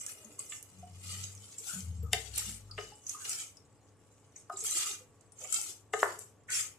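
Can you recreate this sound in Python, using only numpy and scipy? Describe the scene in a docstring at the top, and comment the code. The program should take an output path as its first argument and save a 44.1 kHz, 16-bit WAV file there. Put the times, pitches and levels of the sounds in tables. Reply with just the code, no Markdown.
"""A wooden spatula turns squid and beans in sauce in a steel pan on a hob, in a small tiled kitchen.
Each stroke pushes sauce onto hot steel: random clicks, shaped by filters, fizz up and die away.
Wet pieces smack and drops crack as short noise bursts; pockets plop as fading tones; wood rasps on steel,
and knocks of spatula and pan ring in many notes. The hob hums; outside an engine pulls twice and runs down."""
import sys
import numpy as np
from scipy import signal
from scipy.fft import rfft, irfft, next_fast_len
from scipy.io import wavfile
from scipy.ndimage import uniform_filter1d

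SR = 44100
rng = np.random.default_rng(int(sys.argv[2]) if len(sys.argv) > 2 else 0)


def unload_audio(sound):
    """Save the sound as a 16-bit wav file, at the path given as the first command line argument."""
    columns = np.transpose(np.atleast_2d(sound))
    # keep every value between -1 and 1, then stretch to whole-number steps
    steps = np.round(np.clip(columns, -1, 1) * 32767)
    wavfile.write(sys.argv[1], SR, steps.astype(np.int16))


N = 298998
TIME = np.arange(N) / SR

# Table levels are starting points: trims, left-right balance and echo come on top.
# A left_right_db column is how much louder the left is than the right.
# spatula strokes: start_s, rise_s, push_s, fizz_db, scrape_db, spray_db, left_right_db
STROKES = [(-0.03, 0.026, 0.14, -47, -59.5, -56, -0.5), (0.06, .015, .05, -50, -63, -50, 5),
           (0.15, 0.025, 0.2, -57, -66.5, -58.5, 2), (0.38, 0.017, 0.066, -50, -59.5, -53, 1),
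           (0.47, 0.05, 0.043, -47, -61.5, -58, -3), (0.96, .21, 0.088, -45, -49, -54, 1.5),
           (1.575, 0.013, .05, -51, -67, -58, 4), (1.61, 0.077, 0.12, -41, -48.5, -45.5, 6.5),
           (2.11, 0.029, 0.21, -50, -54, -66, 17.5), (2.32, 0.075, 0.15, -40, -43, -46, 5),
           (2.758, 0.034, 0.12, -56, -55, -69, 4), (2.92, 0.037, 0.074, -59, -84, -82, 1),
           (3.05, 0.054, 0.11, -46, -56, -54.5, 0.5), (3.19, 0.13, .11, -37.5, -45, -48, 0.5),
           (4.349, .015, 0.029, -55.5, -72, -79, -0.5), (4.515, .01, .05, -54, -67, -82, -4),
           (4.555, .06, 0.047, -40, -54.5, -62, -0.5), (4.632, .02, 0.13, -35.5, -48, -41, 1.5),
           (4.64, .15, 0.13, -32.5, -39.5, -44, -0.5), (5.36, .08, 0.068, -47.5, -59.5, -59, 0),
           (5.48, 0.068, 0.14, -35, -44, -45, 4), (5.925, .012, 0.049, -46.5, -59, -78, 7),
           (5.98, 0.02, 0.13, -45, -48.5, -50.5, 2.5), (6.183, .008, 0.045, -52, -65, -62, 3),
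           (6.497, 0.051, 0.061, -31, -40, -43, 2)]
SWELL_DB = 20.5  # gain over the rise
SAG_DB_PER_S, LIFT_DB_PER_S = 55, 185  # fall after the rise; extra fall once the push ends
# sauce sizzling by itself between strokes: time_s, level_db
SIMMER = [(0, -64), (0.95, -64), (1.35, -56), (1.55, -56), (2.0, -67), (2.65, -68), (2.95, -65.5),
          (3.7, -75.5), (4.15, -72), (5.1, -74.5), (6.78, -76.5)]
SIMMER_PER_S = 3500  # bubbles that burst even without a stroke
PAN_SIDE_DB = 1  # left-right balance of the pan between strokes
# tone of bursting sauce: pitch_hz, level_db (per Hz)
FIZZ = [(2500, -17.5), (3600, -25), (5000, -12), (6200, -2), (7100, 0), (7700, 2.5), (8500, -7),
        (10000, -11), (12000, -23), (14500, -27)]
# tone of the finest spray from a fresh wet patch: pitch_hz, level_db (per Hz)
SPRAY = [(7500, -23.5), (9000, 2.5), (10500, -0.5), (12000, -2.5), (14300, -8.5)]
# high rings of the steel under the bubbles: pitch_hz, width_hz
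STEEL_RINGS = [(7210, 170), (7720, 560), (8500, 580)]
# tone of the blade dragged through sauce: pitch_hz, level_db (per Hz)
SCRAPE = [(400, -7), (650, -14), (850, -7), (1020, -23), (1280, -12.5), (1720, -13), (2100, -8.5),
          (2950, 0), (3800, 0.5), (5000, 1), (7000, -6.5)]
# the hollow between blade and pan, shifting in pitch: time_s, pitch_hz, level_db
HOLLOW = [(0.1, 1290, 8.5), (1.15, 1281, 0.5), (1.68, 1434, -7), (1.85, 1270, 2.5), (2.2, 1450, -8.5),
          (2.38, 1433, -6), (2.55, 1346, -7.5), (3.15, 1202, -0.5), (3.35, 1327, -0.5), (4.68, 1304, 0.5),
          (4.95, 1270, -1), (5.55, 1368, 5.5), (5.75, 1270, -12), (6.52, 1492, 6), (6.65, 1251, 1.5)]
HOLLOW_DRIFT = .03  # random pitch drift, as a share of the pitch
# resonances of the hollow: ratio (times the lowest), width_hz, level_db
HOLLOW_MODES = [(1, 200, -15.5), (1.629, 220, -15), (1.88, 240, -14), (2.24, 260, -12.5), (2.6, 282.7, -22)]
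# hob hum: pitch_hz, level_db
HUM = [(102.3, -70), (285.3, -78), (436.0, -79), (850.6, -84.5), (1136, -82.5)]
# tone of the kitchen air: pitch_hz, level_db (per Hz)
AIR_TONE = [(15, -55.5), (25, -26), (108, -3.5), (152, -12.5), (288, -15.5), (338, -16), (494, -13.5),
            (592, -19), (832, -20.5), (1780, -29.5), (3000, -35.5), (5200, -45), (7000, -59.5)]
AIR_DB = -65.5
# short rasps of wood on steel, low ones of the pan shifting, and one bright burst of fizz:
# start_s, level_db, length_s, centre_hz, width_hz
RUBS = [(0.003, -68, 0.58, 497, 225), (1.047, -53.5, 0.092, 4370, 2600), (1.661, -55.5, 0.14, 1410, 200.2),
        (1.727, -49.5, 0.087, 178, 50), (2.03, -61.5, 0.082, 1236, 100), (2.363, -45.5, 0.039, 3500, 2210),
        (2.456, -54.5, 0.082, 190, 60.4), (2.687, -61, 0.049, 1243, 120.5), (3.124, -58, 0.089, 1190, 262),
        (3.189, -61, 0.1, 1570, 232), (3.26, -57.5, 0.049, 1320, 160), (4.354, -64, 0.02, 2160, 600.6),
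        (4.559, -55, 0.014, 4160, 900), (4.766, -43.5, 0.088, 3420, 3200),
        (4.762, -31.5, 0.033, 7604, 2970), (4.797, -50, 0.11, 1278, 167.8),
        (5.399, -57.5, 0.082, 580, 304.3), (5.439, -52, 0.022, 2500, 900),
        (6.482, -42.5, 0.04, 1868, 600.7), (6.485, -52, 0.038, 1550, 149), (6.509, -49.5, 0.13, 2200, 1000)]
# the louder wet smacks: start_s, level_db, pitch_hz, left_right_db, snap_db (snap against ring)
SMACKS = [(0.0109, -35.5, 7540, -9, -24), (0.063, -27.5, 6900, -2, 21), (0.2455, -45, 6740, 10, -6),
          (0.391, -29.5, 8020, 4, -13), (0.4962, -39, 7800, -11, -23), (0.626, -43.5, 10100, -9, 3),
          (1.012, -59, 8800, 10, -11), (1.5819, -34.5, 7434, -4, -26), (2.03, -51, 12890, 15, -32),
          (2.359, -30, 7703, 0, 15), (2.381, -24, 8335, -9, 15), (2.5054, -43, 7580, -8, 5),
          (2.7103, -42, 4740, 2, -15), (3.0656, -33.5, 6290, -3, -19), (3.0927, -26.5, 6510, -4, -3),
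          (3.294, -25.5, 7600, 4, 13), (3.399, -37, 6647, -1.5, -13), (3.569, -49.5, 5470, 7, -5),
          (4.36, -41, 6414, -0.5, -24.5), (4.57, -34.5, 7460, -2, -29), (4.589, -34, 7500, -9, -18),
          (4.942, -37.5, 6514, -3, -3.5), (5.209, -54, 7700, -7, 4), (5.32, -48, 8800, 10, -3),
          (5.386, -46, 6900, -15.5, -27), (5.437, -37, 7150, -7, -13), (5.524, -24.5, 7600, 10, -4),
          (5.5414, -24, 7460, -12, 2), (5.989, -44, 7200, 3, -6), (6.0032, -33.5, 6700, -3, -6),
          (6.1887, -36.5, 7600, 4, 1), (6.503, -30.5, 8326, 2.5, 16), (6.53, -35, 7400, 2, 0),
          (6.556, -26, 7440, -1, 7)]
# sauce spitting off hot steel in single dry cracks: start_s, level_db, centre_hz, left_right_db
CRACKS = [(0.065, -27, 6800, 3), (0.393, -26.5, 7700, -3), (0.627, -33, 11100, 1), (1.24, -27, 6630, -7),
          (1.351, -37, 8000, -10), (1.806, -29, 6560, -4.5), (2.3785, -15.5, 10500, 1),
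          (2.517, -26, 8100, -6), (4.606, -25, 7600, 4), (4.64, -22, 9600, 0), (4.667, -19, 7800, -2),
          (4.711, -13, 7600, -1), (5.527, -14, 8500, 1), (5.615, -18.5, 7400, 4), (6.192, -27.5, 8980, 8)]
# hollow plops of air pockets under the food: start_s, level_db, pitch_hz
PLOPS = [(0.08, -54, 1700), (0.385, -55, 1100), (0.828, -45.5, 706), (1.602, -57, 439),
         (1.691, -44.5, 1418), (2.029, -47.5, 451.8), (2.92, -49.5, 826.6), (3.147, -40, 1210),
         (5.445, -51.5, 1200)]
# soft clunks of food dropping back into the pan: start_s, level_db, pitch_hz
CLUNKS = [(.245, -57.5, 220.6), (.285, -60, 298.6), (4.212, -68, 132.2), (4.535, -47.5, 380),
          (4.625, -50, 438), (5.005, -56.5, 500), (5.43, -54, 635.3), (5.585, -52, 841)]
# knocks of the spatula on the pan, and of the pan on the hob:
# start_s, six level_db (one per register, low to high), ring_db, chatter_s, rim_db
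KNOCKS = [(0.522, -73, -74, -58.5, -55, -48, -72, -24, 0.049, -70),
          (2.1318, -42, -37.5, -82, -39.5, -32.5, -29.5, -11, 0.015, -58),
          (2.379, -68, -69, -61, -64, -54.5, -49, -35, 0.042, -66),
          (2.7795, -67, -52, -54, -49, -47.5, -72, -22, 0.013, -66),
          (2.786, -42.5, -51.5, -50, -51.5, -47, -65, -12, 0.023, -55.5),
          (2.811, -72, -64, -64, -63, -57.5, -75, -26, .015, -77),
          (4.498, -68, -44.5, -40, -69, -78, -67, -19, 0.04, -83),
          (5.9359, -33.5, -36, -39.5, -36.5, -45, -50, -10, 0.014, -74),
          (6.0311, -37, -32.5, -31.5, -31, -55, -61.5, -50.5, 0.013, -69)]
# borders of the six registers of a knock: edge_hz
KNOCK_EDGES_HZ = [350, 560, 1000, 1450, 2100, 4200, 13000]
# notes of the pan, damped by its load: pitch_hz, t60_s (time to fall 60 dB), level_db
PAN_MODES = [(375, .07, -10), (438, .11, 0), (505, .06, -13), (655, .06, -5), (715, .08, 0), (765, .1, -6),
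             (1070, .05, -7), (1245, .05, 0), (1580, .035, -4), (1790, .035, 0), (2100, .025, 1),
             (2450, .015, -3), (2780, .016, 1), (2950, .018, 4), (3630, .012, -1), (4130, .009, -5),
             (4940, .01, -4), (5900, .006, -3), (7200, .006, -2), (7750, .006, 0), (9500, .005, 0)]
RIM_HZ, RIM_SPLIT_HZ, RIM_T60_S = 2960, 19, .6  # rim note, distance to its twin, time to fall 60 dB
# engine outside, pulling twice and running down: time_s, firing_hz, level_db
ENGINE = [(0.6, 97.95, -85), (0.78, 94.9, -52.5), (0.86, 93, -53), (0.91, 93.47, -50.5),
          (1.18, 93.6, -45.5), (1.27, 95.8, -50), (1.42, 99.6, -58.5), (1.7, 93, -78), (1.76, 90.8, -59),
          (1.83, 87.2, -46), (1.866, 82.2, -40.5), (1.92, 83, -40), (1.953, 82.5, -46), (1.98, 79.5, -38.5),
          (2.025, 77.96, -36), (2.09, 75.4, -43), (2.155, 74, -42), (2.21, 64.5, -52), (2.348, 63.6, -49.5),
          (2.492, 62.76, -49), (2.56, 57, -54), (2.65, 50.45, -55), (2.79, 48.74, -49), (2.93, 50.2, -65.5)]
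# kitchen echo: centre_hz, t60_s (time to fall 60 dB)
ROOM = [(250, 0.53), (700, 0.33), (1800, 0.34), (4500, 0.25), (9000, 0.17), (14000, 0.32)]
TOP_HZ = 14400  # upper limit of the whole sound


def undb(db):
    """Decibels to gain."""
    return 10 ** (np.asarray(db) / 20)


def unit(x):
    """Scale to an average strength (rms) of 1."""
    return x / np.sqrt(np.mean(x ** 2) + 1e-24)


def curves(table):
    """The columns of a table, joined by straight lines in time."""
    s, *columns = np.transpose(table)
    return [np.interp(TIME, s, c) for c in columns]


def sides(left_right_db):
    """Left and right gains, half of the difference each."""
    return undb(np.array([[.5], [-.5]]) * left_right_db)


def fade(t, t60):
    """Smooth dying away, by 60 dB in t60 seconds."""
    return undb(-60 * t / max(t60, 1e-4))


def band(x, lo, hi, order=2):
    """Keep only the pitches from lo to hi."""
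    sos = signal.butter(order, [lo, min(hi, SR / 2.1)], "band", fs=SR, output="sos")
    return signal.sosfilt(sos, x)


def register(x, lo, hi):
    """One register of a sound, kept in phase with its neighbours so that they add to a sharp blow."""
    backwards = band(x, lo, hi)[..., ::-1]
    return band(backwards, lo, hi)[..., ::-1]


def colour(x, points):
    """Give a sound the tone drawn by (Hz, dB) points, falling off beyond its ends."""
    hz, db = np.transpose(points)
    size = next_fast_len(N)
    f = np.maximum(np.fft.rfftfreq(size, 1 / SR), 1)
    skirts = np.minimum(f / hz[0], 1) ** 2 * np.minimum(hz[-1] / f, 1) ** 2
    gain = skirts * undb(np.interp(np.log(f), np.log(hz), db))
    return irfft(rfft(x, size) * gain, size)[..., :N]


def walk(rate):
    """Slow random wandering, about `rate` new values a second, with a spread near 1."""
    k = int(SR / rate)
    steps = np.repeat(rng.standard_normal(N // k + 1), k)
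    return unit(uniform_filter1d(steps, k)[:N])


def wander(x, spread_db, size=1024, order=3):
    """Random gains that drift over time and pitch, so narrow bands come and go."""
    _, _, z = signal.stft(x, nperseg=size)
    field = rng.standard_normal(z.shape[1:])
    for axis in (0, 1):
        field = uniform_filter1d(field, order, axis=axis)
    return unit(signal.istft(z * undb(spread_db * unit(field)), nperseg=size)[1][:, :N])


def resonate(x, hz, width_hz):
    """A steep resonance whose centre may move; rms 1."""
    turn = np.exp(2j * np.pi * np.cumsum(hz * np.ones(N)) / SR)
    pole = np.exp(-np.pi * abs(width_hz) / SR)
    # shift the resonance down to 0 Hz, smooth there, shift back
    smoothed = signal.lfilter([1], np.poly([pole, pole]), x * turn.conj())
    return unit((turn * smoothed).real)


def grains(rate, spread_db, size=9):
    """Random clicks from all over the pan, each reaching the two ears up to `size` samples apart."""
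    at = np.flatnonzero(rng.random(N) < rate / SR)
    strength = undb(spread_db * np.minimum(rng.exponential(size=len(at)), 5))
    strength = strength * rng.choice([-1, 1], len(at))
    strength = strength / np.sqrt(rate[at])  # crowded clicks are weaker, so loudness stays even
    lagged = np.clip(at + rng.integers(-size, size + 1, len(at)), 0, N - 1)
    return unit(np.array([np.bincount(i, strength, N) for i in (at, lagged)]))


def add(out, s, sound):
    """Mix a sound in at time s."""
    i = max(int(s * SR), 0)
    out[:, i:i + sound.shape[-1]] += sound[..., :max(N - i, 0)]


def stirring(simmer_scrape_db=-7, simmer_spray_db=-13):
    """Fizz, scrape and spray levels and side: a stroke swells, sags as the blade pushes, dies as it lifts."""
    s = np.arange(0, N / SR, .002)
    start, rise, push, fizz_db, scrape_db, spray_db, left_right_db = np.transpose(STROKES)[..., None]
    t = s - start - rise  # time since the top of the swell
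    shape_db = -SWELL_DB * np.minimum(t / rise, 0) ** 2
    shape_db = shape_db - SAG_DB_PER_S * np.maximum(t, 0) - LIFT_DB_PER_S * np.maximum(t - push, 0)
    simmer_db = np.interp(s, *np.transpose(SIMMER))
    # overlapping strokes add as powers
    strokes = undb(fizz_db + shape_db) ** 2
    fizz = strokes.sum(0) + undb(simmer_db) ** 2
    scrape = (undb(scrape_db + shape_db) ** 2).sum(0) + undb(simmer_db + simmer_scrape_db) ** 2
    spray = (undb(spray_db + shape_db) ** 2).sum(0) + undb(simmer_db + simmer_spray_db) ** 2
    side_db = PAN_SIDE_DB + (strokes * (left_right_db - PAN_SIDE_DB)).sum(0) / fizz
    return curves(np.transpose([s, *10 * np.log10([fizz, scrape, spray]), side_db]))


def frying(fizz_gain_db=-2.0, scrape_gain_db=-1.5, spray_gain_db=-3, bubbles_per_s=5000,
           flicker_db=1.4, steel_db=-11, steel_drift=0.014, judder_db=2.5):
    """More sauce on hot steel bursts more bubbles that ring it; the blade's uneven slips sound the hollow."""
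    fizz_db, scrape_db, spray_db, side_db = stirring()
    rate = SIMMER_PER_S + bubbles_per_s * undb(fizz_db + 42)  # bubbles_per_s are added at -42 dB of fizz
    flicker = undb(flicker_db * walk(60))
    pops, slides = grains(rate, 3.4), grains(rate / 2, 2.8)

    bursts = wander(colour(pops, FIZZ), 6.5)
    steel = sum(resonate(pops, hz * (1 + steel_drift * walk(9)), width) for hz, width in STEEL_RINGS)
    fizz = (bursts + steel * undb(steel_db)) * undb(fizz_db + fizz_gain_db)
    spray = wander(colour(pops, SPRAY), 5) * undb(spray_db + spray_gain_db)

    drag = wander(colour(slides, SCRAPE), 5.5) * undb(scrape_gain_db)
    hollow_hz, hollow_db = curves(HOLLOW)
    hollow = 0
    for ratio, width, db in HOLLOW_MODES:
        mode_hz = ratio * hollow_hz * (1 + HOLLOW_DRIFT * walk(14))
        hollow = hollow + resonate(slides, mode_hz, width) * undb(db)
    judder = unit(undb(judder_db * walk(110)))  # the blade catches and lets go
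    scrape = (drag + hollow * undb(hollow_db)) * judder * undb(scrape_db)
    return (fizz + spray + scrape) * flicker * sides(side_db)


def squelches(count, stir_db, above_db, spread_db, cycles, centre_hz, scatter):
    """Bubbles burst between the moving pieces and ring for a moment, most of them near one pitch."""
    out, t = np.zeros((2, N)), np.arange(SR // 25) / SR
    for when, pitch, loud, side in rng.random((count, 4)):
        hz = centre_hz * np.clip((pitch / (1 - pitch)) ** scatter, .5, 1.6)
        ring = np.sin(2 * np.pi * hz * t) * fade(t, cycles / hz) * (1 - fade(t, .004))
        db = stir_db[int(when * N)] + above_db + spread_db * min(-np.log(1 - loud), 3)
        add(out, when * N / SR, ring * undb(db) * sides(12 * (side - .5)))
    return out


def bubbling():
    """Small bubbles ping in hot sauce, now and then one spits; larger ones squish from under the blade."""
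    fizz_db, scrape_db, *_ = stirring()
    small = squelches(count=260, stir_db=np.minimum(fizz_db, -47), above_db=4.5, spread_db=0.0,
                      cycles=220, centre_hz=7126, scatter=0.057)
    spits = squelches(count=60, stir_db=np.minimum(fizz_db, -52), above_db=16.5, spread_db=0.5,
                      cycles=64, centre_hz=7400, scatter=0.086)
    large = squelches(count=800, stir_db=scrape_db, above_db=-3.0, spread_db=2.5,
                      cycles=28, centre_hz=2490, scatter=0.21)
    return small + spits + large


def background(hum_db=0, side_db=-9):
    """The hob hums in a few plain tones over a soft rush of air, made of filtered noise."""
    hum = 0
    for hz, db in HUM:
        hum = hum + undb(db) * np.sqrt(2) * np.sin(2 * np.pi * hz * TIME + .5 * walk(5.1))
    mid, side = unit(colour(rng.standard_normal((2, N)), AIR_TONE))
    air = mid + undb(side_db) * side * np.array([[1], [-1]])
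    return (undb(hum_db) * hum + undb(AIR_DB) * air) * sides(1.2)


def rubs(slips_per_s=2200):
    """Short bursts of random clicks: wood sticks and slips on steel, the pan shifts, fizz flares once."""
    out, slips = np.zeros((2, N)), grains(np.full(N, slips_per_s), 1.5)
    for s, db, length, hz, width in RUBS:
        i, n = int(s * SR), int(length * SR)
        rasp = unit(band(slips[:, i:i + n], max(hz - width / 2, 20), hz + width / 2))
        add(out, s, rasp * signal.windows.tukey(n, .5) * undb(db))
    return out


def smacks(snap_t60=0.016, ring_t60=0.042, swell_s=0.001, gain_db=4):
    """A larger film tears with a broad snap, and the pocket behind it rings briefly."""
    out, t = np.zeros((2, N)), np.arange(SR // 20) / SR
    for s, db, hz, left_right_db, snap_db in SMACKS:
        shared, *own = rng.standard_normal((3, len(t))) * (1 - np.exp(-t / swell_s))
        noise = shared + 1.7 * np.array(own)  # partly the same at both ears
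        snap = band(noise * fade(t, snap_t60), 6100, 9200)
        ring = band(noise * fade(t, ring_t60), hz / 1.05, hz * 1.05)
        smack = undb(snap_db) * unit(snap) + unit(ring)
        smack = smack / np.abs(smack).max() * undb(db + gain_db)
        add(out, s, smack * sides(np.clip(left_right_db, -10, 10)))
    return out


def cracks(t60=.005, gain_db=-3, size=440):
    """A drop flashes to steam: one very short bright burst."""
    out, t = np.zeros((2, N)), np.arange(size) / SR
    for s, db, hz, left_right_db in CRACKS:
        shared, *own = rng.standard_normal((3, size)) * fade(t, t60)
        crack = band(shared + .5 * np.array(own), hz / 1.25, hz * 1.25, order=3)
        add(out, s, crack / np.abs(crack).max() * undb(db + gain_db) * sides(left_right_db))
    return out


def plops(table, cycles, rise_s, glide):
    """Hollow rings that swell in softly; with glide above 0 they rise a little in pitch."""
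    out, t = np.zeros((2, N)), np.arange(SR // 8) / SR
    for s, db, hz in table:
        tone = np.sin(2 * np.pi * hz * t * (1 + glide * t))
        plop = tone * fade(t, cycles / hz) * (1 - np.exp(-t / rise_s))
        add(out, s, plop / np.abs(plop).max() * undb(db))
    return out


def knocks(gain_db=-1, chatter_db=-21.0, squash_db=-6, build_cycles=2.2, size=900):
    """Noise swells into a hit that chatters and rings the pan; the spot struck weights modes and registers."""
    out, t = np.zeros((2, N)), np.arange(SR // 2) / SR
    lead = SR // 150  # samples of squash before the hit
    hold = SR // 400  # samples that each bounce strength lasts
    for s, *levels, ring_db, chatter_s, rim_db in KNOCKS:
        bounces = np.repeat(rng.standard_normal(len(t) // hold + 1), hold)[:len(t)]
        bounces = unit(undb(5 * bounces))
        mid, side = rng.standard_normal((2, len(t))) * bounces * fade(t, chatter_s) * undb(chatter_db)
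        contact = mid + band(side, 1500, 14940) * np.array([[1], [-1]])  # lows reach both ears alike
        contact[:, 0] += 1  # the hit itself
        squash = rng.standard_normal(lead) * np.linspace(0, 1, lead) ** 2 * undb(chatter_db + squash_db)
        contact = np.hstack([[squash, squash], contact])

        weights = undb(ring_db + 2 * rng.standard_normal(len(PAN_MODES)))
        # the shifting food detunes the modes; the low ones take longest to build up
        load = 1 + 0.006 * rng.standard_normal(len(PAN_MODES))
        body = 0
        for weight, detune, (hz, t60, db) in zip(weights, load, PAN_MODES):
            tone = np.sin(2 * np.pi * hz * detune * t) * fade(t, t60)
            body = body + weight * undb(db) * tone * (1 - np.exp(-t * hz / build_cycles))
        body[0] += 1  # lets the contact itself through
        blow = signal.fftconvolve(contact, body[None], axes=1)[:, :len(t)]
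        for lo, hi, db in zip(KNOCK_EDGES_HZ, KNOCK_EDGES_HZ[1:], levels):
            part = register(blow, lo, hi)
            strength = part[:, lead:lead + size].std()
            add(out, s - lead / SR, part / strength * undb(db + gain_db))

        rim = np.sin(2 * np.pi * RIM_HZ * t)
        rim = rim + .5 * np.sin(2 * np.pi * (RIM_HZ + RIM_SPLIT_HZ) * t)  # a close pair that beats
        add(out, s, rim * fade(t, RIM_T60_S) * undb(rim_db))
    return out * sides(3)


def engine(tone_db=-2, second_db=-18, rumble_db=-14, boom_db=-3.5, lope_db=2.5, wobble=0.011,
           pulling_hz=92, coasting_hz=82, wall_hz=187, wall_db=6.5, low_cut_hz=60):
    """Through the wall come the two lowest firing harmonics, a dull rumble and a boom; the level lopes."""
    hz, level_db = curves(ENGINE)
    phase = 2 * np.pi * np.cumsum(hz * (1 + wobble * walk(30.5))) / SR
    favoured_db = wall_db * np.exp(-((2 * hz - wall_hz) / 14) ** 2)  # the wall passes one note more easily
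    deepest = 1 / np.hypot(1, (low_cut_hz / hz) ** 4)  # the first harmonic fades out below low_cut_hz
    first = undb(tone_db + lope_db * walk(25.1)) * deepest * np.sin(phase)
    second = undb(second_db + favoured_db + 3.9 * walk(6.6)) * np.sin(2 * phase)
    rumble = unit(band(rng.standard_normal(N), 91, 190, order=3)) * undb(rumble_db)
    # off the throttle, the low note of the kitchen booms
    off_throttle = np.clip((pulling_hz - hz) / max(pulling_hz - coasting_hz, 1), 0, 1)
    coasting = off_throttle * coasting_hz / hz
    boom = np.sin(2 * np.pi * 100 * TIME + 0.48 * walk(2.3)) * coasting * undb(boom_db)
    present = np.interp(TIME, [.4, .65, 2.9, 3.05], [0, 1, 1, 0])
    return (np.sqrt(2) * (first + second) + rumble + boom) * undb(level_db) * present * sides(3.5)


def kitchen(x, wet_db=-5, gap_s=0.00072, build_s=0.00095):
    """Counter and tiled walls return a short dense echo, alike at both ears only in the lows."""
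    t = np.arange(int(.6 * SR)) / SR
    hz, echo = np.transpose(ROOM)[0], 0
    edges = [hz[0] / 2, *np.sqrt(hz[1:] * hz[:-1]), SR / 2]
    for lo, hi, (centre, t60) in zip(edges, edges[1:], ROOM):
        mid, side = band(rng.standard_normal((2, len(t))), lo, hi, order=3)
        width = min(centre / 1300, 1)
        both_ears = (mid + width * side * np.array([[1], [-1]])) / np.hypot(1, width)
        echo = echo + both_ears * fade(t, t60)
    echo = unit(echo * np.clip((t - gap_s) / build_s, 0, 1)) / np.sqrt(len(t))
    return x + undb(wet_db) * signal.fftconvolve(x, echo, axes=1)[:, :N]


def stirred_kitchen(x, wet_db, turns_per_s=1.5):
    """Arm and blade move over the pan, so its sound keeps finding other paths into the room."""
    turn = 2 * np.pi * turns_per_s * TIME + walk(3)
    out = x
    for share in (np.cos(turn), np.sin(turn)):
        out = out + kitchen(x * share, wet_db=wet_db) - x * share  # the echo alone
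    return out


def scene():
    """Pan sounds echo in the kitchen; engine, hum and air are added without echo."""
    air_pockets = plops(PLOPS, cycles=49, rise_s=0.011, glide=0.62)
    dropped_food = plops(CLUNKS, cycles=49.0, rise_s=0.008, glide=0)
    stirred = frying() + bubbling() + rubs() + smacks() + cracks()
    food = stirred_kitchen(stirred, wet_db=-5) + kitchen(air_pockets + dropped_food, wet_db=-5.5)
    return food + kitchen(knocks(), wet_db=-6.5, build_s=0.0066) + engine() + background()


def record(dry):
    """A steep filter cuts the top above TOP_HZ."""
    return signal.sosfilt(signal.ellip(10, .2, 80, TOP_HZ, fs=SR, output="sos"), dry)


dry = scene()
out = record(dry)
unload_audio(out)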